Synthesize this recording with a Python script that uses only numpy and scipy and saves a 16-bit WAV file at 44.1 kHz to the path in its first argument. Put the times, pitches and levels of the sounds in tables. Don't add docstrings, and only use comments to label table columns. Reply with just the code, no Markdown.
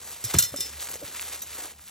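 import sys
import numpy as np
from scipy import signal
from scipy.fft import rfft, irfft
from scipy.io import wavfile

SR = 44100
rng = np.random.default_rng(int(sys.argv[2]) if len(sys.argv) > 2 else 0)


def elevation(decibels):
    levels = np.asarray(decibels, float)
    return 10 ** (levels / 20)


def unload_audio(sound):
    columns = np.transpose(np.atleast_2d(sound))
    steps = np.round(np.clip(columns, -1, 1) * 32767)
    wavfile.write(sys.argv[1], SR, steps.astype(np.int16))


N = 83790
T = np.arange(N) / SR

# f/Hz, spectral level/dB per Hz
CRASH_SPECTRUM = [(700, -18), (1500, -14), (3000, -11), (5500, -4.5), (7500, 1), (12200, 2.5), (13800, -10),
                  (16000, -15)]


def rms_one(x):
    return x / np.sqrt(np.mean(x ** 2) + 1e-20)


def at_hz(points, hz):
    points = np.array(points)
    return np.interp(np.log(hz + 1), np.log(points[:, 0]), points[:, 1])


def colour(x, spectrum):
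    gain = elevation(at_hz(spectrum, np.fft.rfftfreq(N, 1 / SR)))
    return rms_one(irfft(rfft(x) * gain, N))


def band_pass(x, low_hz, high_hz):
    return signal.sosfilt(signal.butter(2, [low_hz, high_hz], "band", fs=SR, output="sos"), x)


def drift(rate_hz):
    r = np.exp(-2 * np.pi * rate_hz / SR)
    settled = signal.lfilter([1], [1, -2 * r, r * r], rng.standard_normal(N + SR))[SR:]
    return rms_one(settled)


def ring(clicks, hz, t60):
    r = elevation(-60 / (t60 * SR))
    w = 2 * np.pi * hz / SR
    return signal.lfilter([.5, 0, -.5], [1, -2 * r * np.cos(w), r * r], clicks + 1e-18)


def dying(s, t60, rise_s):
    age = np.maximum(T - s, 0)
    return (1 - np.exp(-age / rise_s)) * elevation(-60 * age / t60)


def tongs():
    # t/s, crash level/dB, crash t60/s, ring level/dB, place (0 jaw, 1 handle, 2 hinge)
    touches = [(.24, -19, 0.029, -40, 1.3), (.2465, -25, 0.071, -36, 1.2), (.306, -37, .1, -48, .1),
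               (.3385, -18.5, 0.062, -52, .3), (.364, -28, 0.03, -37, .1),
               (.3853, -11.5, 0.031, -44, 0.088), (.3863, -7.5, 0.033, -29.5, 0.11),
               (.3902, -17.5, 0.014, -26.5, 0.12), (.392, -25, 0.0074, -29, 0.12),
               (.3945, -20, .15, -43, 0.11), (.4238, -12.5, 0.024, -27.5, 0.12),
               (.436, -21.5, 0.082, -37, .05), (.45, -33, 0.055, -36.5, 0.11),
               (.5605, -23, 0.028, -41, 1.2), (.568, -44, 0.029, -32, 1.3), (.597, -30, 0.038, -49, 1.1),
               (.6054, -15.5, 0.023, -28.5, 0.72), (.621, -43, 0.037, -39.5, 1.9),
               (.629, -38, .03, -42, 0.44), (.658, -46, .03, -44, 1.4)]
    # f/Hz, level/dB struck at jaw, at handle, at hinge, t60/s
    long_modes = [(1990, -12, -22, -25, .2), (3030, -9, -18, -14, .16), (3585, -12, -14, -8, .24),
                  (3830, -18, -14, -12, .15), (4158, -7, -16, -16, .17), (4940, -16, -14, -14, .2),
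                  (5057, -12, -11, -8, .2), (5293, -4, 0.1, -11, .27), (5690, -10, -7, -3, .14),
                  (6029, -11, -18, -16, .16), (7241, -9, -18, -6, .18), (7348, -14, -10, -12, .22),
                  (7560, -8, -14, -10, .17), (2390, -17, -22, -25, .18)]
    # f/Hz, level/dB struck at jaw, at handle, at hinge, t60/s
    jaw_modes = [(1425, -9, -30, -30, .07), (6570, -14, -12, -8, .12), (8020, -11, -12, -10, .1),
                 (11850, -7, -12, -10, .08), (12290, -6, -9, -10, .1), (13265, -12, -18, -18, .1),
                 (14780, -15, -22, -20, .07), (2810, -15, -22, -22, .2), (8788, -11, -9, -10, .11),
                 (9950, -3, -7, -7, .15), (8930, -11, -9, -10, .07), (9140, -10, -18, -14, .08),
                 (10280, -5, -16, -12, .1), (10965, -8, -11, -10, .07)]
    # f/Hz, level/dB, t60/s
    clang_modes = [(1420, 2, .03), (3600, 1.5, .02), (4180, 3, .03), (5240, 3, .025), (5750, 4, .02),
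                   (6400, 1.5, .02), (7250, 3, .025), (7700, 4, .015), (8850, 3, .02), (10700, 3, .02),
                   (11800, 4, .015), (14600, 3, .015)]
    plain_db, clang_db = -6, -24
    jaws_db, wobble_db = 5, 1.8
    contact_s = 0.0012

    s, crash_db, crash_t60, ring_db, place = np.transpose(touches)
    grit = colour(rng.standard_normal(N) * elevation(1.5 * drift(420)), CRASH_SPECTRUM)
    plain = grit * sum(elevation(db) * dying(t, d, 0.0003) for t, db, d in zip(s, crash_db, crash_t60))
    clang = 0
    for hz, db, t60 in clang_modes:
        clang = clang + elevation(db) * ring(plain, hz, t60) / np.sqrt(t60 * SR / 60)

    rings = 0
    age = np.arange(300) / SR
    for hz, *struck_db, t60 in [*long_modes, *jaw_modes]:
        struck = np.interp(place, [0, 1, 2], struck_db)
        luck = rng.normal(0, 1.2, len(s))
        clicks = np.zeros(N)
        clicks[(s * SR).astype(int)] = elevation(ring_db + jaws_db * (hz > 8500) + struck + luck)
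        force = np.cos(2 * np.pi * hz * age) + .5 * rng.standard_normal(len(age))
        soft = ring(force * np.exp(-age / contact_s), hz, 0.0031)
        soft = soft / abs(np.sum(soft * np.exp(2j * np.pi * hz * age)))
        rings = rings + ring(signal.fftconvolve(clicks, soft)[:N], hz, t60) * elevation(wobble_db * drift(30))
    return elevation(plain_db) * plain + elevation(clang_db) * clang, rings


def small_part():
    # f/Hz, level/dB
    part_modes = [(3838, 0.5), (6018, 8), (6562, 7), (7143, 5), (7994, -3), (8700, 0.1), (9600, 2),
                  (10917, 4), (11700, 3), (12117, 12), (12758, 8), (15000, -2)]
    nudge_s, nudge_db, scrape_db, part_t60_s = 1.4178, -43, -31, .065
    scrape = colour(rng.standard_normal(N), CRASH_SPECTRUM)
    out = elevation(scrape_db) * scrape * dying(nudge_s, 0.074, 0.0011)
    for hz, db in part_modes:
        force = .5 * np.cos(2 * np.pi * hz * T) + rng.standard_normal(N)
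        touch = ring(force * dying(nudge_s, 0.013, 0.0017), hz, 0.0037)
        kick = abs(np.sum(touch * np.exp(2j * np.pi * hz * T)))
        out = out + elevation(nudge_db + db) * ring(touch / kick, hz, part_t60_s) * elevation(2.5 * drift(87))
    return out


def thumps():
    # t/s, peak level/dB, f/Hz, t60/s, exponent of the decay (1 fading, 3 abrupt)
    blows = [(0.242, -34, 111, 0.043, 6), (0.24, -38, 363, 0.029, 1.06), (0.342, -20, 1200, 0.013, 1.1),
             (0.3406, -26.5, 800, 0.013, 0.97), (0.3435, -14.5, 330, 0.012, 1.22),
             (.348, -16, 134, 0.016, 2.1), (0.359, -17.5, 80, 0.0413, 1.44), (0.356, -35, 354, 0.058, 1.84),
             (.37, -15, 132, 0.021, 1.12), (0.387, -29, 138, 0.051, 1.4), (.389, -36, 606, .02, 1.7),
             (0.403, -31, 111, 0.047, 1.08), (0.431, -36, 114, 0.031, 1.8), (.458, -47, 96, 0.047, 2.2),
             (0.522, -38.5, 108, 0.072, 1.37), (0.538, -31, 266, .067, 0.92), (.541, -28, 542, 0.061, 0.88),
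             (.543, -30, 1220, .013, 0.85), (0.956, -30.5, 480, 0.016, 0.98),
             (1.017, -36.5, 462, 0.086, 0.99), (1.025, -34, 548, 0.056, 1.65),
             (1.027, -38.5, 280, 0.05, 1.4), (1.039, -35.5, 104, 0.039, 0.97)]
    rise_cycles = 0.05
    out = 0
    for s, db, hz, t60, stop in blows:
        age = np.maximum(T - s, 0)
        sag = 0.093 * t60 * (1 - np.exp(-age / (0.26 * t60))) * 0.25
        swing = np.sin(2 * np.pi * hz * (age + sag))
        rise = 1 - np.exp(-age * hz / rise_cycles)
        out = out + elevation(db) * rise * elevation(-60 * (age / t60) ** stop) * swing
    return out


def snaps():
    # t/s, peak level/dB, f/Hz
    fractures = [(.7105, -33, 5500), (.788, -28, 8500), (.8, -25, 2950), (.807, -17, 9300),
                 (.815, -30, 3960), (.844, -19, 9300), (.8705, -24, 9500), (.872, -29, 4530),
                 (.872, -29, 1600), (.8875, -30, 1200), (.888, -26, 3500), (.897, -26, 9800),
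                 (.9335, -25, 8000), (.934, -30, 3500), (.9425, -22, 6500), (.9425, -30, 2500),
                 (.957, -22, 7800), (.957, -29, 2000), (.972, -34, 3300), (1.08, -26, 3500),
                 (1.116, -34, 1300), (1.188, -26, 9500), (1.196, -21, 2500), (1.196, -29, 1300),
                 (1.212, -16, 9500), (1.224, -15, 8000), (1.228, -25, 3500), (1.2285, -29, 1300),
                 (1.326, -20, 8500), (1.331, -22, 8800), (1.335, -16, 7200), (1.407, -27, 8500),
                 (1.41, -33, 4000), (1.587, -28, 8500), (1.592, -26, 4230), (1.622, -29, 7000),
                 (1.669, -29, 4000), (1.738, -43, 2300), (1.763, -41, 7000), (1.795, -38, 9000),
                 (1.795, -38, 1100), (1.815, -42, 4500), (1.857, -36, 8500), (1.869, -36, 6500),
                 (1.87, -43, 900), (1.878, -33, 2700), (1.888, -35, 7000), (1.889, -39, 1800)]
    cycles, sharpens = 2.0, .4
    out = np.zeros(N + SR)
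    age = np.arange(400) / SR
    for s, db, hz in fractures:
        noise = rng.standard_normal(400)
        t60 = cycles * (hz / 3000) ** sharpens / hz
        crack = (1 + 0.26 * noise) * np.exp(-age / .00003) + 0.08 * noise * np.exp(-age / 0.001)
        burst = ring(ring(crack, hz, t60), hz, t60)
        start = int(s * SR) - 8
        out[start:start + 400] += elevation(db) * burst / np.abs(burst).max()
    return out[:N]


def leaves():
    # t/s, level/dB
    shuffle = [(0, -49.5), (.09, -45), (.22, -48.5), (.3, -40), (.5, -49), (.66, -45), (.76, -49.5),
               (.82, -41.5), (.95, -42.5), (.98, -54), (1.07, -44.5), (1.2, -44), (1.35, -43), (1.45, -49),
               (1.6, -41.5), (1.71, -48.5), (1.76, -61.5), (1.9, -49.5)]
    # f/Hz, spectral level/dB per Hz
    rustle = [(120, -17.5), (500, -3.5), (1500, -3.5), (6000, -4), (8500, 2), (12200, 4), (13500, -13.5),
              (16000, -12)]
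    rustle_db, hiss_db, flicker_db = 4.5, -3, 1.6
    grains_per_s, grain_spread_db = 2500, 1.5

    clump = 0.36 * drift(11) + .7 * drift(60)
    sizes = elevation(grain_spread_db * np.minimum(rng.exponential(1, N), 4)) * rng.choice([-1, 1], N)
    grains = rms_one(sizes * (rng.random(N) < grains_per_s * elevation(3 * clump) / SR))
    raw = colour(grains + elevation(hiss_db) * rng.standard_normal(N), rustle)
    edges = 125 * 2. ** np.arange(8)
    out = 0
    for k, (low, high) in enumerate(zip(edges, edges[1:])):
        band = band_pass(raw, low, high * 1.04)
        out = out + (-1) ** k * band * elevation(flicker_db * drift(17) + 1.23 * clump)
    return elevation(rustle_db + np.interp(T, *np.transpose(shuffle))) * out


def crushes():
    # t/s, level/dB, length/s, bottom f/Hz, top f/Hz
    footfalls = [
        (0.335, -29, 0.03, 288, 3800),
        (0.55, -43.5, 0.1, 110, 450),
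        (0.881, -54.5, 0.12, 145, 606),
        (1.061, -44.5, 0.037, 112, 573),
        (1.573, -52, 0.13, 292, 910),
    ]
    out = 0
    for s, db, length, low_hz, top_hz in footfalls:
        low = band_pass(rng.standard_normal(N) * elevation(7 * drift(40)), low_hz, top_hz)
        age = np.maximum(T - s, 0) / length
        out = out + elevation(db) * rms_one(low) * (1 - np.exp(-age / 0.015)) * np.exp(-age ** 2)
    return out


def hum():
    hum_hz, waver_db, hum_db, rumble_db = 73, 4.5, -58.5, -63
    swell_s, stop_s = 0.37, 1.82
    swell = .5 + .5 * np.clip(T / swell_s, 0, 1)
    stop = 1 / (1 + np.exp((T - stop_s) / 0.0072))
    tone = np.sin(2 * np.pi * np.cumsum(hum_hz + 2.34 * drift(9.9)) / SR)
    rumble = rms_one(band_pass(rng.standard_normal(N), 45, 200))
    return elevation(hum_db + waver_db * drift(2.5)) * swell * stop * tone + elevation(rumble_db) * rumble


def scene():
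    ground = leaves() + crushes() + hum() + thumps()
    crash, rings = tongs()
    sharp = snaps() + crash
    uneven = elevation(-17) * np.roll(sharp, 9) * [[1], [-1]]
    return ground + sharp + rings + small_part() + uneven


def low_pass(x):
    return signal.sosfilt(signal.butter(12, 16800, fs=SR, output="sos"), x)


def record(dry):
    # f/Hz, phase/rad
    port_lead = [(60, 0), (5750, 0), (9450, np.pi), (10750, np.pi), (12600, 4.5), (13200, 5.5),
                 (13800, 2 * np.pi)]
    # f/Hz, width/octaves, phase/rad, left louder/dB
    port_turns = [(750, 1, 0.84, 0.3), (4770, 0.22, 1.11, -0.5)]
    hz = np.fft.rfftfreq(N, 1 / SR)
    turn = 1j * at_hz(port_lead, hz)
    for mid_hz, octaves, rad, db in port_turns:
        bump = np.exp(-(np.log2((hz + 1) / mid_hz) / octaves) ** 2)
        turn = turn + (1j * rad + np.log(elevation(db))) * bump
    x = irfft(rfft(dry) * np.exp(.5 * turn * [[1], [-1]]), N)
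    x = 1.3 * np.tanh(x / 1.3)
    x = signal.sosfilt(signal.butter(3, 45, "high", fs=SR, output="sos"), x)
    x = signal.sosfilt(signal.cheby2(12, 50, 16600, fs=SR, output="sos"), x)
    return low_pass(x)


dry = scene()
out = record(dry)
unload_audio(out)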